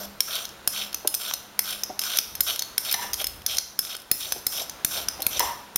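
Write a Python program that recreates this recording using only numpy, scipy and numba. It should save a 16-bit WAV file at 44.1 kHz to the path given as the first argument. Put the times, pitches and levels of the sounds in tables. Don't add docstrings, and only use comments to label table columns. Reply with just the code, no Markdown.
import sys
import numpy as np
from scipy import signal
from scipy.io import wavfile
from scipy.ndimage import uniform_filter1d
from numba import njit

SR = 44100
rng = np.random.default_rng(int(sys.argv[2]) if len(sys.argv) > 2 else 0)


def dump(signal):
    limited = np.clip(np.atleast_2d(signal).T, -1, 1)
    pcm = np.round(limited * 32767).astype(np.int16)
    wavfile.write(sys.argv[1], SR, pcm)


def invert_db(level):
    return 10 ** (np.asarray(level, dtype=float) / 20)


N = 254871

# frequency in Hz, density in dB per Hz.
KITCHEN_AIR = [(15, -34), (25, -8), (217, -6.5), (796, -5), (962, -5.5), (1480, -5.5), (1650, -16),
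               (4610, -12), (6050, -43), (7920, -16), (9070, -29), (14800, -17), (16000, -32)]
AIR_DB = -47
# centre in seconds, peak in dB, length in seconds.
DEEP_SWELLS = [
    (0.1, -59, 0.5),
    (1.2, -64, .3),
    (2.4, -63, 0.53),
    (3.3, -54.5, 0.63),
    (4.0, -62, .2),
    (5.05, -60, 0.25),
    (5.45, -55, .2),
]
FAN_SWELLS = [
    (0.06, -47, 0.17),
    (0.82, -51.5, 0.18),
    (1.65, -56.5, 0.51),
    (2.05, -58, 0.23),
    (3.05, -58, 0.18),
]
DEEP_REST_DB, DEEP_WANDER_DB = -64.5, 4.5
FAN_REST_DB, FAN_WANDER_DB = -66, 2.5

# bite in seconds, deepest cut in seconds,
# end in seconds, tearing in dB, blade hiss in dB.
STROKES = [(-0.15, -0.07, 0.052, -33.5, -33), (0.278, 0.381, 0.45, -31, -35.5),
           (0.732, 0.815, 0.88, -29, -34.5), (1.2, 1.274, 1.35, -32.5, -34.5),
           (1.644, 1.727, 1.82, -32, -36), (2.024, 2.14, 2.19, -30.5, -34.5),
           (2.467, 2.491, 2.56, -25.5, -30.5), (2.852, 2.888, 3.05, -30.5, -35),
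           (3.185, 3.207, 3.227, -31, -36.5), (3.479, 3.499, 3.61, -30, -35.5),
           (3.83, 3.954, 3.96, -37.5, -42), (4.194, 4.244, 4.39, -35.5, -36.5),
           (4.525, 4.601, 4.64, -32, -34.5), (4.912, 4.99, 5.04, -30.5, -33.5),
           (5.31, 5.364, 5.39, -31.5, -37)]
# handle buzz in dB relative to the hiss, # board rumble in dB
# relative to the tearing, change of all four layers' level halfway out in dB.
GRIPS = [(3, 13.5, -2), (1.5, 1.5, -0.5), (-1, -3, -3.5), (-2.5, 0.5, 1), (1, -1, -8), (1, -3, 7),
         (0, -1, 2), (-4.5, -2, -7), (-2.5, 5, 9.5), (-2.5, -1.5, 1.5), (-1, 2, -3), (-7, -2, -2),
         (-4, 3.5, 6.5), (0.5, 7.5, -3.5), (-3, 1, 6.5)]
# frequency in Hz, width in Hz, level in dB.
STALK_RESONANCES = [(2550, 750, -6), (3234, 350, 2), (3720, 490, 0.5), (4410, 100, 0)]
BLADE_RESONANCES = [(5250, 58, 11), (5420, 310, 6.5), (5910, 340, 8.5), (7495, 98, 7.5), (8730, 320, 2),
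                    (9740, 760, 1), (11700, 380, 3.5), (12040, 1140, 0.5), (13600, 470, 1),
                    (15200, 580, -2)]
# dB at landing, just before the bite, bite, deepest, halfway out, end.
TEAR_COURSE = (-44, -22, -10, 1, -10, -17.5)
HISS_COURSE = (-6, -3, 1, 1.5, -1.5, -8)
BUZZ_COURSE = (-44, -28, -8.5, -8, -13, -21)
RUMBLE_COURSE = (-50, -40, -23.5, -15.5, -18.5, -24)
SETTLE_S, BITE_S = .004, .006

# start in seconds, peak in dB, pitch in Hz, decay by 60 dB in seconds.
KNOCKS = [
    (0.009, -36, 620, 0.033),
    (1.048, -22, 594, 0.059),
    (1.895, -23, 626, 0.12),
    (4.359, -31.5, 599, 0.11),
    (5.192, -28, 650, 0.084),
    (5.362, -32, 630, 0.086),
]
# time in seconds, peak in dB.
JOLTS = [
    (0.672, -33.5),
    (2.403, -36.5),
    (3.788, -34),
    (4.113, -25),
    (4.465, -33.5),
    (4.844, -27.5),
    (5.265, -29.5),
    (5.755, -30.5),
]

# frequency in Hz, level in dB, decay by 60 dB in seconds.
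YOKE = [(4330, 0, .022), (4050, -5, .01)]
BLADE_LOW = [(5230, 0, .04), (5340, -4, .02), (5480, -6, .012)]
BLADE_MID = [(6060, 0, .022), (5930, -2, .018), (5780, -5, .012), (6250, -5, .012), (7500, -14, .015)]
BLADE_TOP = [(8700, -9, .022), (9400, -8, .006), (11100, -4, .016), (11600, -2, .008), (12080, 0, .022),
             (12500, -1, .008), (13850, -2, .018), (14500, -5, .006), (15400, -4, .008)]
HANDLE = [(1536, 2.5, 0.012), (2570, 4, 0.0069), (3196, 5, 0.017), (4030, 3.5, 0.01)]
LANDINGS = [(0.2049, -2, -15.5, -6.5, -20), (0.6752, -1, -12.5, -12, -41), (1.074, -1.5, -20.5, -18, -15.5),
            (1.1472, -6.5, -26, -21, -13), (1.5913, -1, -13.5, -16.5, -13), (1.9923, -9.5, -13.5, -6, -14),
            (2.406, -0.5, -14, -16, -23), (2.7794, -3, -11, -9.5, -28), (3.1327, -12, -17, -13, -8),
            (3.1408, -11.5, -10, -8, -9), (3.4631, -7.5, -15.5, -15.5, -5.5), (3.7903, -4.5, -16, -7, -20),
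            (4.114, -0.5, -15.5, -15.5, -21.5), (4.4665, -2.5, -17.5, -14, -21),
            (4.8473, -1.5, -11, -28, -12.5), (5.2657, -0.5, -14, -22, -22),
            (5.7586, -3.5, -15, -13.5, -12.5)]
LIFTS = [(0.453, -20.5, -2, -5, -15), (0.9443, -11, -21, -8, -15), (1.1415, -8.5, -14, -11, -9.5),
         (1.3367, -11, -5.5, -6.5, -10), (1.8348, -13.5, -29, 0.5, -11), (2.171, -6, -11, -19, -12),
         (2.1863, -2, -14, -5.5, -9.5), (2.5925, -11, 0, -5, -13), (2.6213, -12, 2, -11, -12),
         (2.9251, -4, -23, -27, -18), (2.9408, -11, 4, -6, -5), (3.2685, -8.5, -10, -16, -18),
         (3.5833, -7, -16, -3, -11), (3.966, -19.5, -25, -20, -19), (4.3217, -9.5, -22, -7.5, -6),
         (4.6959, -19.5, -12, -3.5, -11), (5.0848, -8.5, -20, -6, -11), (5.22, -13, -10, -15, -23),
         (5.2251, -15.5, -3, -23, -25), (5.3942, -3, -9, -19, -11)]
# time in seconds, top modes in dB, handle crack in dB relative to these.
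SNAGS = [(0.3537, -14.5, -18), (0.491, -26, -15), (0.7302, -30, -18), (0.929, -22, -7), (1.0788, -17, -4),
         (1.3116, -26.5, 13), (1.706, -16.5, -5.5), (2.0158, -15.5, -6), (2.0367, -14.5, -8),
         (2.1184, -24, -4), (2.159, -21, -13), (2.3523, -19, -12), (2.56, -16, -5), (2.9124, -11, -19),
         (2.9167, -15.5, -3), (3.1931, -32, -3), (3.2426, -10.5, -8.5), (3.419, -33, -1), (3.512, -23, -8),
         (3.5693, -12, -14), (3.85, -22, -10), (3.91, -35, -4), (3.9302, -27, -4), (3.95, -23.5, 0),
         (4.0, -32, -10), (4.0187, -32, -6), (5.2038, -25, -5), (5.3303, -21, -10)]
LANDING_YOKE_DB, LIFT_LOW_DB = -16, -13.5
SNAG_YOKE_DB, SNAG_LOW_DB, SNAG_MID_DB = -12, -9, -12.5

# time in seconds, scrape in dB, singing pair in dB relative to it.
DISH_SLIDES = [
    [(2.938, -58, -9), (2.944, -18, -19), (2.962, -51, 7.5), (3.024, -33, -8), (3.12, -50.5, -4)],
    [(5.398, -45, 7), (5.404, -20, -9), (5.42, -33, 3), (5.428, -26.5, 4.5), (5.56, -51, 9.5)],
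]
# frequency in Hz, width in Hz, level in dB.
DISH_RESONANCES = [(385, 140, -12.5), (650, 200, -8.5), (814, 77, -5.5), (973, 69, 5.5), (1051, 59, -3),
                   (1190, 100, -5.5), (1520, 240, -14.5), (1760, 130, -5), (1830, 34, -6.5),
                   (1980, 220, -8), (2820, 670, -15.5), (3320, 1600, -16)]

ROOM_T60_S, ROOM_TOP_T60_S = 0.55, 0.49
ROOM_DB, DISH_ROOM_DB = -9.5, -7.5


def level(x, db):
    return x * invert_db(db) / np.sqrt(np.mean(x ** 2))


def band(x, hz, width):
    return signal.lfilter(*signal.iirpeak(hz, hz / width, SR), x)


def above(x, hz):
    return signal.sosfilt(signal.butter(3, hz, "high", fs=SR, output="sos"), x)


def walk(rate):
    hold = int(SR / rate)
    steps = np.repeat(rng.standard_normal(N // hold + 1), hold)
    return 1.09 * uniform_filter1d(steps, hold)[:N]


def add(out, s, x):
    i = int(s * SR)
    out[i:i + len(x)] += x[:len(out) - i]


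def ring(modes, push, mix_db=0):
    t = np.arange(SR // 8) / SR
    hz, db, t60 = np.transpose(modes)[:, :, None]
    decays = invert_db(db + mix_db) * np.sin(2 * np.pi * hz * t) * 1000. ** (-t / t60)
    y = signal.fftconvolve(np.sum(decays, axis=0), push)[:len(t)]
    return y / np.abs(y).max()


def swells(rows, rest_db, wander_db):
    s, db, length = np.transpose(rows)[:, :, None]
    rises = invert_db(db) * np.exp(-(2 * (np.arange(N) / SR - s) / length) ** 2)
    return (invert_db(rest_db) + rises.sum(axis=0)) * invert_db(wander_db * walk(5.2))


def kitchen():
    hz, db = np.transpose(KITCHEN_AIR)
    swell = walk(2.15)
    air = 0
    for f in 30 * 2 ** np.arange(0, 9.2, .5):
        band_db = np.interp(np.log(f), np.log(hz), db) + 2.0 * swell + 0.32 * walk(3.5)
        air = air + invert_db(band_db) * band(rng.standard_normal(N), f, f / 3)
    deep_hum = level(band(rng.standard_normal(N), 64, 26), -1.3)
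    deep = swells(DEEP_SWELLS, DEEP_REST_DB, DEEP_WANDER_DB) * deep_hum
    fan_tone = np.sin(2 * np.pi * np.cumsum(204 + 3.0 * walk(6)) / SR)
    fan = swells(FAN_SWELLS, FAN_REST_DB, FAN_WANDER_DB) * fan_tone
    return level(air, AIR_DB) + deep + fan


def strokes(grain_db=3.0, patchy_db=2.65):
    t = np.arange(N) / SR
    snap_db = grain_db * np.minimum(rng.exponential(size=N // 40 + 1), 4)
    snaps = invert_db(np.repeat(snap_db, 40)[:N])

    def grains(share=1):
        return rng.standard_normal(N) * snaps ** share

    clump = patchy_db * walk(150)
    tear, hiss = 0, 0
    for hz, width, db in STALK_RESONANCES:
        tear = tear + invert_db(db + clump + 2 * walk(90)) * band(band(grains(), hz, width), hz, 2 * width)
    for hz, width, db in BLADE_RESONANCES:
        wander_db = 0.68 * clump + 0.5 * walk(45) + 2.5 * walk(11)
        hiss = hiss + invert_db(db + wander_db) * band(grains(0.44), hz, width)
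    buzz = invert_db(0.32 * clump) * band(band(grains(), 1474, 190), 1100, 410)
    rumble = invert_db(2.0 * walk(50)) * band(band(grains(0.18), 650, 150), 395, 740)
    layers = np.array([level(tear, 1), level(hiss, 0.52), level(buzz, -0.17), level(rumble, 0.086)])

    gains = np.zeros((4, N))
    landed = np.transpose(LANDINGS)[0] + SETTLE_S
    for (bite, deepest, end, tear_db, hiss_db), (buzz_db, rumble_db, ease_db) in zip(STROKES, GRIPS):
        start = max(landed[landed < bite], default=-1)
        s = [start, bite - BITE_S, bite, deepest, (deepest + end) / 2, end]
        edge = np.clip(np.minimum(t - start, end + 0.008 - t) / 0.004, 0, 1)
        ease = [0, 0, 0, 0, ease_db, 0]
        courses = ((tear_db, TEAR_COURSE), (hiss_db, HISS_COURSE),
                   (hiss_db + buzz_db, BUZZ_COURSE), (tear_db + rumble_db, RUMBLE_COURSE))
        gains += edge * invert_db([db + np.interp(t, s, np.add(course, ease)) for db, course in courses])
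    return np.sum(layers * gains, axis=0)


def knocks():
    out = np.zeros(N)
    for (s, db, hz, t60), chance in zip(KNOCKS, rng.standard_normal((len(KNOCKS), 900))):
        modes = [(hz, 0, t60), (0.63 * hz, -12, .7 * t60),
                 (0.812 * hz, -4, 0.45 * t60), (1.17 * hz, -4, 0.65 * t60)]
        push = np.hanning(900) * chance * np.exp(-np.arange(900) / 600)
        add(out, s - .004, invert_db(db) * above(ring(modes, push), 320))
    for s, db in JOLTS:
        add(out, s + 0.0028, invert_db(db + 4) * np.hanning(90))
    return out


def contacts():
    landings = [(s, db, crack, LANDING_YOKE_DB, low, mid) for s, db, crack, low, mid in LANDINGS]
    lifts = [(s, db, crack, yoke, LIFT_LOW_DB, mid) for s, db, yoke, mid, crack in LIFTS]
    snags = [(s, db, crack, SNAG_YOKE_DB, SNAG_LOW_DB, SNAG_MID_DB) for s, db, crack in SNAGS]
    return landings + lifts + snags


def clinks(chatter_s=.0025, tail_s=.0012, mix_db=2.5):
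    out, t = np.zeros(N), np.arange(512) / SR
    touches = contacts()
    chances = rng.standard_normal((len(touches), 4, 512))
    for (s, db, crack_db, yoke_db, low_db, mid_db), chance in zip(touches, chances):
        over = np.maximum(t - chatter_s * np.clip(1.15 + db / 30, .3, 1), 0)
        push = np.minimum(t / .001, 1) * np.exp(-over / tail_s) * chance[0] * invert_db(2.5 * chance[1])
        crack = np.minimum(t / 0.00035, 1) * np.exp(-over / 0.00014) * chance[2]
        grip = [1 + .006 * chance[3, 20], 1, np.clip(.8 + .25 * chance[3, 21], .4, 1.2)]
        families = ((BLADE_LOW, low_db + 3.0), (BLADE_MID, mid_db + 4.5),
                    (BLADE_TOP, -1.5), (YOKE, yoke_db - 4.5))
        steel = 0
        for modes, family_db in families:
            strike_db = mix_db * chance[3, :len(modes), None]
            steel = steel + invert_db(family_db) * ring(np.multiply(modes, grip), push, strike_db)
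        clink = above(steel, 3200) + invert_db(crack_db - 5) * ring(HANDLE, push)
        clink[:512] += invert_db(-5.5) * above(push, 7820)
        clink[:512] += invert_db(crack_db + 0.5) * band(band(crack, 2420, 3800), 2420, 3800)
        add(out, s - .0005, invert_db(db) * above(clink, 196))
    return out


def dish():
    t, out = np.arange(N) / SR, 0
    parts = []
    for hz, width, db in DISH_RESONANCES:
        stutter = invert_db(db + 3.6 * walk(70))
        parts.append(stutter * band(band(rng.standard_normal(N), hz, width), hz, 2 * width))
    singing = parts[3] + parts[4]
    pair, scrape = level(singing, -0.39), level(sum(parts) - singing, -0.13)
    scuff = 0
    for hz, width, db in BLADE_RESONANCES:
        scuff = scuff + invert_db(db + 2.0 * walk(48)) * band(rng.standard_normal(N), hz, width / 2)
    scrape += level(scuff, -0.94)
    for slide in DISH_SLIDES:
        s, db, pair_db = np.transpose(slide)
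        edge = np.clip(np.minimum(t - s[0], s[-1] - t) / 0.0014, 0, 1)
        out = out + edge * (invert_db(np.interp(t, s, db)) * scrape + invert_db(np.interp(t, s, db + pair_db)) * pair)
    return out


def room(x):
    t = np.arange(SR) / SR
    noise = rng.standard_normal(SR)
    low = signal.lfilter(*signal.butter(2, 7000, fs=SR), noise)
    echoes = low * 1000. ** (-t / ROOM_T60_S) + (noise - low) * 1000. ** (-t / ROOM_TOP_T60_S)
    echoes *= np.clip((t - .003) / 0.0024, 0, 1)
    return signal.fftconvolve(x, echoes / np.sqrt(np.sum(echoes ** 2)))[:N]


def scene():
    near, far = clinks() + strokes() + knocks(), dish()
    earlier = np.pad(ring(BLADE_LOW + BLADE_MID + BLADE_TOP, rng.standard_normal(size=150)), (0, N))
    add(near, 0, invert_db(-21.5) * room(earlier)[1200:])
    echoes = room(invert_db(ROOM_DB) * near + invert_db(DISH_ROOM_DB) * far)
    return (near + far + echoes + kitchen())[None]


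@njit
def follow(x, attack, release):
    y, e = np.empty(len(x)), 0.
    for i in range(len(x)):
        e += (abs(x[i]) - e) * (attack if abs(x[i]) > e else release)
        y[i] = e
    return y


def top_cut(x):
    return signal.sosfilt(signal.butter(12, 16980, fs=SR, output="sos"), x)


def record(dry, knee_db=-27, slope=0.23):
    x = signal.lfilter(*signal.iirnotch(7950, 9, SR), dry[0])
    envelope = follow(x, 1 / (0.0067 * SR), 1 / (0.099 * SR))
    gain = np.maximum(envelope / invert_db(knee_db), 1) ** -slope
    x = signal.sosfilt(signal.ellip(7, .3, 36, 15800, fs=SR, output="sos"), x * gain)
    return top_cut(x[None])


dry = scene()
out = record(dry)
dump(out)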